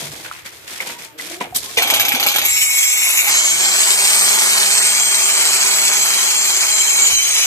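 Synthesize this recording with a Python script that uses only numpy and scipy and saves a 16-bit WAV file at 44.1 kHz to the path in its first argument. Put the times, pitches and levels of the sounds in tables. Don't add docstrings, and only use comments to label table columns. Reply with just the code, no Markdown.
import sys
import numpy as np
from scipy import signal
from scipy.fft import rfft, irfft, next_fast_len
from scipy.io import wavfile
from scipy.ndimage import uniform_filter1d, map_coordinates

SR = 44100
rng = np.random.default_rng(int(sys.argv[2]) if len(sys.argv) > 2 else 0)


def rack_gain(trim_db):
    fader = np.asarray(trim_db, float)
    return 10 ** (fader / 20)


def dump_mix(stems):
    frames = np.atleast_2d(stems).T
    limited = np.clip(frames, -1, 1)
    pcm = np.round(limited * 32767).astype(np.int16)
    wavfile.write(sys.argv[1], SR, pcm)


N = 328986
T = np.arange(N) / SR


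def unit(x):
    return x / np.sqrt(np.mean(np.abs(x) ** 2) + 1e-20)


def along(points, hz):
    f, v = np.transpose(points)
    return np.interp(np.log(hz + 1), np.log(f + 1), v)


def curves(rows):
    s, *cols = np.transpose(rows)
    return [np.interp(T, s, c) for c in cols]


def gate(rows, fade=0.015):
    opening = np.clip((T - rows[0][0]) / fade, 0, 1)
    closing = np.clip((rows[-1][0] + fade - T) / fade, 0, 1)
    return opening * closing


def wobble(rate):
    coarse = np.arange(0, N + 8, 8) / SR
    knots = rng.standard_normal(int(N * rate / SR) + 4)
    return np.interp(T, coarse, map_coordinates(knots, [coarse * rate]))


def filtered(x, response):
    m = next_fast_len(N + SR // 4)
    return irfft(rfft(x, m) * response(np.fft.rfftfreq(m, 1 / SR)), m)[..., :N]


def ringing(peaks):
    def response(f):
        return sum((-1) ** k * rack_gain(db) * 1j * f * w / (c * c - f * f + 1j * f * w)
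                   for k, (c, w, db) in enumerate(peaks))
    return response


def grit(colour, grain_db, rate):
    grains = rng.standard_normal(N) * rack_gain(grain_db * wobble(rate))
    return unit(filtered(grains, lambda hz: rack_gain(along(colour, hz))))


def band(hz, width_hz):
    turn = 2 * np.pi * np.cumsum(hz) / SR
    steady = 2 * (width_hz < 50)
    return unit((wobble(width_hz) + steady) * np.cos(turn) + wobble(width_hz) * np.sin(turn))


# (time [s], effort [dB], bite into the wood [0-1])
RUN = [
    [(2.43, -1.5, 1), (2.486, 0, 0.45), (2.86, -0.5, 0.22), (3.1, 2, 0.6), (3.29, 0.5, 1)],
    [(3.27, -2, 1), (3.3, 1, 0.75), (3.36, 1, 0.32), (3.56, -0.5, 0.27), (3.63, 1, 0.6), (3.77, -0.5, 0.77),
     (4.5, 0.5, 0.96), (5.04, 0, 0.43), (5.46, 1, 0.71), (6.36, 0, 0.35), (7.08, 0, 0.13)],
    [(7.06, -25, 0.44), (7.1, 0.5, 0.84), (7.16, -2, 0.18), (7.26, -1, 0.52), (7.46, 1, 0.6)],
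]
SPINUP_S, SPINUP_TAU_S, STALL_S, STALL_PER_S = 3.31, .16, 6.5, 0.1005


def slides():
    def drift(rows):
        return np.clip((T - rows[0][0]) / (rows[-1][0] - rows[0][0]), 0, 1)
    run_up = 1 - np.exp(-np.maximum(T - SPINUP_S, 0) / SPINUP_TAU_S)
    sag = STALL_PER_S * np.maximum(T - STALL_S, 0)
    return drift(RUN[0]), run_up - sag + .04 * wobble(2), 1 - drift(RUN[2])


# (rush [dB], housing [dB], disc song [dB], top end [dB])
LAYER_DB = [
    (-17.5, -36.5, -17.5, -25),
    (-15.5, -30, -20, -25.5),
    (-15.5, -34, -15.5, -25.5),
]
# (rush [dB], housing [dB], disc song [dB], top end [dB], dust [dB])
BITE_DB = (4, 7, -15, -1.5, 8.5)


def layers(stage):
    effort_db, bite = curves(RUN[stage])
    return [db + effort_db + grow_db * (bite - .5) for db, grow_db in zip(LAYER_DB[stage], BITE_DB)]


# (time [s], peak [dB])
SNAGS = [(2.5704, -16), (2.615, -6), (2.78, -8), (2.83, -8), (3.174, -6), (3.25, -22)]
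SNAG_DB, SNAG_T60_S, SNAG_RISE_S = 8, 0.05, .008


def snags():
    return 1 + sum(rack_gain(db + SNAG_DB - 60 * np.abs(T - s) / np.where(T > s, SNAG_T60_S, SNAG_RISE_S))
                   for s, db in SNAGS)


# (frequency [Hz], level [dB])
RUSH_COLOURS = [
    [(880, -57), (1500, -31.5), (2230, -2), (3430, -15.5), (3570, -8.5), (5040, -20.5), (6860, -12.5), (11400, -36), (12500, -15), (14500, -34), (15000, -52)],
    [(880, -44), (1500, -31), (2120, -6), (2290, -2), (2780, -8.5), (3240, -4.5), (3600, -9.5), (4160, -5), (5770, -8), (8240, -8), (9160, -20.5), (13600, -29), (14400, -41), (15000, -59)],
    [(880, -44), (1500, -30), (2270, -4.5), (3120, -7), (3400, -8), (4500, -8.5), (5300, -8), (6480, -8), (8980, -20), (13600, -2), (15000, -44)],
]
# (frequency [Hz], level [dB])
HOUSING_COLOUR = [(76, -49), (130, -25), (198, -14), (328, -15), (390, -6.5), (543, -8.5), (810, -2),
                  (1080, -1), (2000, -0.5), (2600, -47), (4400, -120)]
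# (pitch at slide 0 [Hz], pitch at slide 1 [Hz], width [Hz])
SINGING = [(2210, 2205, 25), (3060, 3040, 60), (3300, 3320, 60), (3630, 3600, 80), (4800, 4780, 80),
           (5490, 5450, 20), (6140, 5970, 30), (6300, 6350, 120), (6820, 6850, 30), (7960, 7890, 70),
           (8800, 8800, 120), (9200, 9250, 120), (9760, 10150, 70), (10250, 10400, 100), (10900, 10550, 70),
           (11300, 11650, 90), (12100, 12150, 200), (12600, 12400, 200), (12900, 13500, 120),
           (13600, 13850, 90), (14020, 14250, 120)]
CUTTING = [(2200, 2280, 60), (3000, 3190, 120), (3900, 4170, 90), (5100, 5420, 50), (6150, 6450, 500),
           (6280, 6875, 25), (7100, 7385, 110), (7650, 8450, 45), (9100, 9350, 400), (10500, 9910, 120),
           (9900, 10250, 120), (11200, 11900, 600), (12500, 13250, 350), (12950, 13850, 140)]
SLOWING = [(2270, 2280, 60), (2990, 3120, 25), (3900, 4150, 60), (5050, 5350, 60), (6200, 6320, 250),
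           (6410, 6780, 40), (7250, 7340, 100), (7990, 8350, 60), (9300, 8900, 80), (9800, 10100, 120),
           (10850, 10350, 80), (11300, 11600, 120), (13100, 13300, 250)]
WAVES = [SINGING, CUTTING, SLOWING]
WAVE_DB = [
    [-2.5, -18, -12, -22, -17.5, -6.5, -14, -5, -9, -6, -18.5, -19, -11.5, -18.5, -9, -12, -23, -17, -15,
     -15, -18],
    [-12, -5, -6, -27, -0.5, -9.5, -0.5, -14.5, -21.5, -14, -15, -11, -14, -16.5],
    [-7, -5, -7, -25, 1.5, -4, -10, -9, -21, -12.5, -13, -9.5, -9],
]
DUST_DB = [-4.5, -8, -9]
FREE_DB = [-0.5, 10, 2.5]


def running():
    out = np.zeros(N)
    for stage, (rows, slide) in enumerate(zip(RUN, slides())):
        rush_db, housing_db, song_db, fizz_db = layers(stage)
        free_db = FREE_DB[stage] * (1 - slide ** 4)
        dust_db = DUST_DB[stage] + BITE_DB[-1] * (curves(rows)[1] - .5) - free_db
        feed = 0.043 * wobble(18) + 0.067 * wobble(41)
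        song = np.zeros(N)
        for (lo, hi, width_hz), db in zip(WAVES[stage], WAVE_DB[stage]):
            layer_db = song_db - 8.0 if lo < 8650 else fizz_db + 1.5
            gain_db = db + free_db * (width_hz < 70) + layer_db
            song += rack_gain(gain_db) * band(lo + (hi - lo) * slide, width_hz)
        teeth = grit(RUSH_COLOURS[stage], grain_db=3.5, rate=500)
        fizz = filtered(teeth, lambda hz: np.clip((hz - 8600) / 900, 0, 1))
        rush = rack_gain(rush_db - 2.5) * unit(teeth - fizz) + rack_gain(fizz_db + dust_db) * unit(fizz)
        housing = rack_gain(housing_db + 2.0) * grit(HOUSING_COLOUR, grain_db=1.5, rate=80)
        out += gate(rows) * (rack_gain(feed) * snags() * (rush + song) + housing)
    return out


# (time [s], pitch [Hz], level [dB])
WHINE = [
    [(2.46, 7560, -17), (2.6, 7650, -18.5), (2.9, 7520, -19), (3.24, 7200, -24)],
    [(3.6, 7290, -11), (3.7, 7560, -20), (3.8, 7920, -16.5), (4.0, 8170, -16), (4.3, 8274, -13.5),
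     (4.5, 8274, -19), (4.95, 8210, -16), (5.53, 8020, -20.5), (5.8, 7880, -17), (6.04, 7980, -31),
     (6.25, 7960, -36), (6.55, 7980, -45), (6.8, 8110, -38)],
]
# (shaft order, level re housing [dB])
SHAFT = [(1, -17.5), (3, -18), (4, -10), (5, -30)]
TEETH, SHAFT_CLIMB_HZ_PER_S, SHAFT_FADE_DB_PER_S = 40, 170, 6
HUM_ORDER, HUM_DB = 1.93, -15


def whine():
    out = np.zeros(N)
    for rows in WHINE:
        hz, db = uniform_filter1d(curves(rows), size=1500, axis=1)
        turn = 2 * np.pi * np.cumsum(hz + 3 * wobble(40)) / SR
        out += gate(rows, fade=0.037) * rack_gain(db + 1.0 + 1.1 * wobble(30)) * np.sin(turn)
    before_s = np.clip(WHINE[1][0][0] - T, 0, .4)
    shaft_hz = curves(WHINE[1])[0] / TEETH - SHAFT_CLIMB_HZ_PER_S * before_s
    shaft = 2 * np.pi * np.cumsum(shaft_hz + 5 * wobble(15)) / SR
    fade_db = SHAFT_FADE_DB_PER_S * np.maximum(T - STALL_S, 0)
    shake = sum(rack_gain(db + 2.6 * wobble(8.2) - fade_db) * np.sin(k * shaft) for k, db in SHAFT)
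    beam = rack_gain(HUM_DB) * band(HUM_ORDER * shaft_hz, width_hz=52)
    return out + gate(RUN[1], fade=0.24) * rack_gain(layers(1)[1]) * (shake + beam)


RATTLE_S = [(1.77,), (2.47,)]
# (time [s], peak [dB], bright part [dB])
JOLTS = [(1.7827, -25, -23), (1.821, -7, -9), (1.8721, -13.5, -1), (1.9, -6, -9), (1.9369, -5, -5),
         (1.96, -14, -6), (1.9958, -5, 0), (2.014, -15, -1), (2.05, -10, -6), (2.082, -9.5, -2.5),
         (2.12, -12, -9), (2.1472, -9.5, -9), (2.1972, -9.5, -1), (2.2274, -7.5, -6), (2.236, -24, -9),
         (2.2627, -7, -1), (2.285, -7, -13), (2.298, -16, -6), (2.315, -12.5, -10), (2.3407, -12, -16),
         (2.359, -6.5, -21), (2.383, -6, -9), (2.415, -10, -6), (2.45, -15.5, 14)]
# (frequency [Hz], width [Hz], level [dB])
LOOSE = [(2250, 94, 5), (3320, 540, 4.5), (6430, 250, -3), (8150, 57, -18), (12500, 96, -19),
         (13340, 180, -16), (14100, 170, -20)]
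# (frequency [Hz], level [dB])
LOOSE_COLOUR = [(760, -14), (1300, -10.5), (2100, -2.5), (2280, 8), (4760, -24), (6270, -12),
                (11200, -18.5), (12600, -12), (14500, -42), (15000, -41)]
BODY_COLOUR = [(35, -50), (60, -35), (197, -17), (247, -9.5), (563, -5.5), (821, 2), (985, -6),
               (1700, -9.5), (2210, -36), (3740, -120)]
SNAP_COLOUR = [(500, -15.5), (1500, 1), (4000, 4.5), (6400, -2), (10000, -14.5), (12500, 4), (15000, -28)]
RATTLE_DB, RATTLE_SAG_DB_PER_S, BODY_DB, BODY_SAG_DB_PER_S = -20.5, 6, -25, 10
SLAM_DB, SLAM_T60_S, JOLT_T60_S = -8.5, 0.12, 0.075
SNAP_DB, SNAP_T60_S, SNAP_RISE_S = -1, .022, .002


def chatter():
    age = np.maximum(T - RATTLE_S[0][0], 0)
    dull = rack_gain(RATTLE_DB - RATTLE_SAG_DB_PER_S * age) + rack_gain(SLAM_DB - 60 * age / SLAM_T60_S)
    bright, snaps = dull * rack_gain(-29), 0
    for s, db, bright_db in JOLTS:
        rise = np.clip((T - s) / SNAP_RISE_S, 0, 1)
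        since = np.maximum(T - s - SNAP_RISE_S, 0)
        burst = rack_gain(db - 10.5) * rise * rack_gain(-60 * since / JOLT_T60_S)
        snaps = snaps + rack_gain(db + SNAP_DB) * rise * rack_gain(-60 * since / SNAP_T60_S)
        dull = dull + burst
        bright = bright + burst * rack_gain(bright_db)
    rings = unit(filtered(rng.standard_normal(N), ringing(LOOSE)))
    rattle = 0.84 * rings + 0.57 * grit(LOOSE_COLOUR, grain_db=7.0, rate=680)
    top_colour = [(9000, -60), (11500, -23), (12500, 12), (13300, -7), (14000, -5), (14500, -25)]
    top = grit(top_colour, grain_db=-1.5, rate=120)
    snap = grit(SNAP_COLOUR, grain_db=0.5, rate=140)
    body = grit(BODY_COLOUR, grain_db=2.5, rate=60) + 0.29 * band(np.full(N, 825.), width_hz=45)
    body_gain = rack_gain(BODY_DB - BODY_SAG_DB_PER_S * age)
    return gate(RATTLE_S, fade=0.0023) * (dull * rattle + 0.84 * bright * top + snaps * snap + body_gain * body)


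# (time [s], peak [dB], ring [Hz], t60 [s], crack [dB])
KNOCKS = [(0.259, -21, 1500, 0.037, -12), (0.313, -7, 1310, 0.011, -16), (0.453, -27, 1800, .015, 2),
          (0.803, -4.5, 2190, 0.021, -20), (0.865, -26, 925, 0.018, -7), (1.197, -12.5, 2020, 0.025, -11),
          (1.268, -38, 2500, .01, 8), (1.312, -25, 610, 0.028, -12), (1.322, -36, 4000, .01, 12),
          (1.41, -11.5, 988, 0.046, -25), (1.435, -31, 873, 0.18, -25), (1.449, -16.5, 786, 0.023, -19),
          (1.524, -25.5, 734, 0.14, -25), (1.549, -26, 4960, 0.01, 27), (1.563, -32.5, 734, 0.016, 44),
          (1.774, -12.5, 470, 0.072, -6), (1.786, 3.5, 2020, 0.013, -14), (2.139, -20, 251, 0.13, -13),
          (3.269, -22.5, 833, 0.27, -20), (7.129, -27, 77.5, 0.07, -20)]
# (frequency [Hz], width [Hz], level [dB])
TIMBER = [(415, 37, -27), (586, 160, -0.5), (1020, 9.4, 15.5), (1430, 74, -19), (1730, 76, -23),
          (2150, 40, -15)]


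def knocks():
    out, blows, t = np.zeros(N + SR), np.zeros(N), np.arange(SR // 4) / SR
    for s, db, hz, t60, crack_db in KNOCKS:
        ring = np.sin(2 * np.pi * hz * t) * rack_gain(-60 * t / t60) * (1 - np.exp(-t / 0.00094))
        crack = rack_gain(crack_db - 15.0 - 60 * t / 0.016) * np.diff(rng.standard_normal(len(t) + 1))
        out[round(s * SR):][:len(t)] += rack_gain(db + 1.0) * (ring + crack)
        blows[round(s * SR)] = rack_gain(db + 8.5)
    return out[:N] + filtered(blows, ringing(TIMBER))


# (time [s], length [s], level [dB], low re level [dB], high re level [dB])
STROKES = [(0, 0.07, -38.5, 0.5, 4), (0.11, 0.13, -45.5, 1, 4.5), (0.24, 0.036, -40.5, -11, -5.5),
           (0.31, 0.092, -44.5, -15, -2.5), (0.444, 0.023, -40, -8, 2), (0.515, 0.14, -52, -1, 3.5),
           (.665, .12, -40, -7, 3), (0.796, 0.026, -35.5, -4.5, -2.5), (0.853, 0.064, -36.5, -2.5, 0.5),
           (0.979, 0.07, -44, -4, 3.5), (1.176, .17, -40.5, -6, 3.5), (1.4, 0.01, -28, 2.5, -8.5),
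           (1.543, 0.016, -38, 2, 14.5), (1.617, 0.24, -44, -1.5, 7)]
# (frequency [Hz], level [dB])
SCUFF_COLOURS = [
    [(100, -21), (170, -2), (576, -0.5), (772, -4), (900, -4.5), (1170, -15), (1980, -120)],
    [(410, -43), (700, -10.5), (1720, -2), (2270, 1), (3800, -9.5), (4940, -26), (8360, -120)],
    [(1880, -39), (3200, 1.5), (7850, -1), (13800, -6), (14700, -23), (15000, -42)],
]
STROKE_ATTACK_S, STROKE_T60_S = 0.014, 0.24


def scuffs(layer):
    level = 0
    for s, length, db, low_db, high_db in STROKES:
        fall_db = 60 * np.maximum(T - s - length, 0) / STROKE_T60_S
        rise = np.clip((T - s) / STROKE_ATTACK_S + (s == 0), 0, 1)
        level = level + rack_gain(db + (low_db, 0, high_db)[layer] - fall_db) * rise
    noise = grit(SCUFF_COLOURS[layer], grain_db=3.0, rate=330)
    return (T < RATTLE_S[0][0]) * level * rack_gain(1.0) * noise


# (time [s], length [s], pitch from [Hz], pitch to [Hz], level [dB])
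SQUEAKS = [(0.01, .11, 151, 145, -39), (0.874, .1, 933, 960, -39.5), (1.05, 0.066, 920, 893, -49),
           (1.144, .12, 465, 468, -46), (1.25, 0.21, 170, 184, -51), (1.407, 0.103, 362, 352, -45),
           (1.628, 0.08, 1023, 1085, -42)]


def squeaks():
    out = np.zeros(N)
    for s, length, from_hz, to_hz, db in SQUEAKS:
        hz = np.interp(T, [s, s + length], [from_hz, to_hz])
        out += gate([(s,), (s + length,)]) * rack_gain(db) * band(hz, width_hz=31)
    return out


# (time [s], pitch [Hz], level [dB])
GROAN = [(1.12, 304, -43), (1.258, 316, -43.5), (1.4, 355, -34.5)]


def groan():
    hz, db = curves(GROAN)
    tone = band(hz, width_hz=61) + rack_gain(-12.0) * band(2 * hz, width_hz=130)
    return gate(GROAN, fade=0.025) * rack_gain(db) * tone


# (time [s], level [dB])
THUDS = [(.08, -44), (1.52, -46), (1.99, -43), (2.51, -43), (7.13, -47)]
# (frequency [Hz], level [dB])
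RUMBLE_COLOUR = [(25, -22), (60, 9.5), (100, 10.5), (150, 8.5), (230, -19.5)]
TRAFFIC_DB, THUD_RISE_S, THUD_FALL_S = -57, 0.45, 0.96


def ground():
    level = rack_gain(TRAFFIC_DB) + sum(rack_gain(db - 60 * np.abs(T - s) / np.where(T < s, THUD_RISE_S, THUD_FALL_S))
                                  for s, db in THUDS)
    return level * grit(RUMBLE_COLOUR, grain_db=-1.0, rate=14)


# (frequency [Hz], level [dB])
FLOOR = [(15, -45), (25, -13), (93, -3), (213, -10), (318, 11), (620, 1), (2300, 3), (9000, -22),
         (14500, -2)]
FLOOR_DB = -44.5


def air():
    hiss = rack_gain(FLOOR_DB) * np.array([grit(FLOOR, grain_db=.3, rate=8) for _ in range(2)])
    breeze = np.array([grit(RUMBLE_COLOUR, grain_db=-3, rate=8) for _ in range(2)])
    return hiss + rack_gain(TRAFFIC_DB + np.array([[4], [1.5]])) * breeze


# (frequency [Hz], t60 [s])
YARD = [(200, 0.14), (2000, 0.099), (12000, 0.072)]
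# (frequency [Hz], level re direct [dB])
ECHO = [(100, -25), (600, -6), (1500, -5.5), (3200, -4.5), (5500, -2), (8000, 8), (14000, 3)]


def yard(x, hop=SR // 6):
    out, window = np.zeros((2, N + SR)), np.sqrt(np.hanning(2 * hop))
    padded = np.pad(x, (hop, 2 * hop))
    for start in range(0, N + hop, hop):
        hz, t, z = signal.stft(rng.standard_normal((2, SR // 5)), SR, nperseg=256)
        tail = signal.istft(z * rack_gain(-60 * t / along(YARD, hz)[:, None]), SR, nperseg=256)[1]
        tail = tail / np.linalg.norm(tail[0])
        piece = padded[start:start + 2 * hop] * window
        wet = signal.fftconvolve(piece[None], tail, axes=1)
        out[:, start:start + wet.shape[1]] += wet
    return filtered(out[:, hop - 150:], lambda f: rack_gain(along(ECHO, f)))


# (time [s], delay [s])
LAG_S = [(3.2, .000148), (3.4, .000172), (4.6, .000168), (4.95, .00014), (6.8, .000138), (7.46, .000122)]


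def scene():
    steady = chatter() + running() + groan() + squeaks() + scuffs(layer=0) + ground()
    blows, gears = knocks(), whine()
    tool = steady + blows
    late = map_coordinates(tool, [(T - curves(LAG_S)[0]) * SR], order=5) + np.roll(gears, shift=1)
    scattered = np.array([scuffs(layer=1) + scuffs(layer=2) for _ in range(2)])
    wet = yard(steady + blows / 2 + gears / 5)
    return rack_gain(-1.5) * (np.array([tool + gears, late]) + wet) + 1.56 * scattered + air()


# (frequency [Hz], level re neighbourhood below which a band drops out [dB])
STARVE = [(2400, -14), (2900, -6.5), (3600, -7.5), (4300, -9.5), (5000, -8), (5800, -12), (8300, -13),
          (9300, -9.5), (10100, -11), (10800, -7.5), (12000, -10), (14000, -8)]


def masked(x):
    hz, t, z = signal.stft(np.array([x[0] + x[1], x[0] - x[1]]) / 2, SR, nperseg=2048)
    power = uniform_filter1d(np.abs(z) ** 2, size=2, axis=2)
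    near = uniform_filter1d(power, size=7, axis=1)
    wide = uniform_filter1d(power.mean(0), size=200, axis=0)
    loud = near > wide * rack_gain(2 * along(STARVE, hz))[:, None]
    keep = loud | (hz[:, None] < STARVE[0][0]) | (t < RUN[0][0][0])
    mid, side = signal.istft(z * keep * (hz[:, None] < 14550), SR, nperseg=2048)[1][:, :N]
    return np.array([mid + side, mid - side])


def top_cut(x):
    return signal.sosfilt(signal.butter(12, 15110, fs=SR, output="sos"), x)


def record(dry):
    rounded = dry / (1 + np.abs(dry / 1.05) ** 8) ** (1 / 8)
    thin = filtered(rounded, lambda hz: (hz / 60) ** 2 / (1 + (hz / 60) ** 2))
    return top_cut(masked(thin))


dry = scene()
out = record(dry)
dump_mix(out)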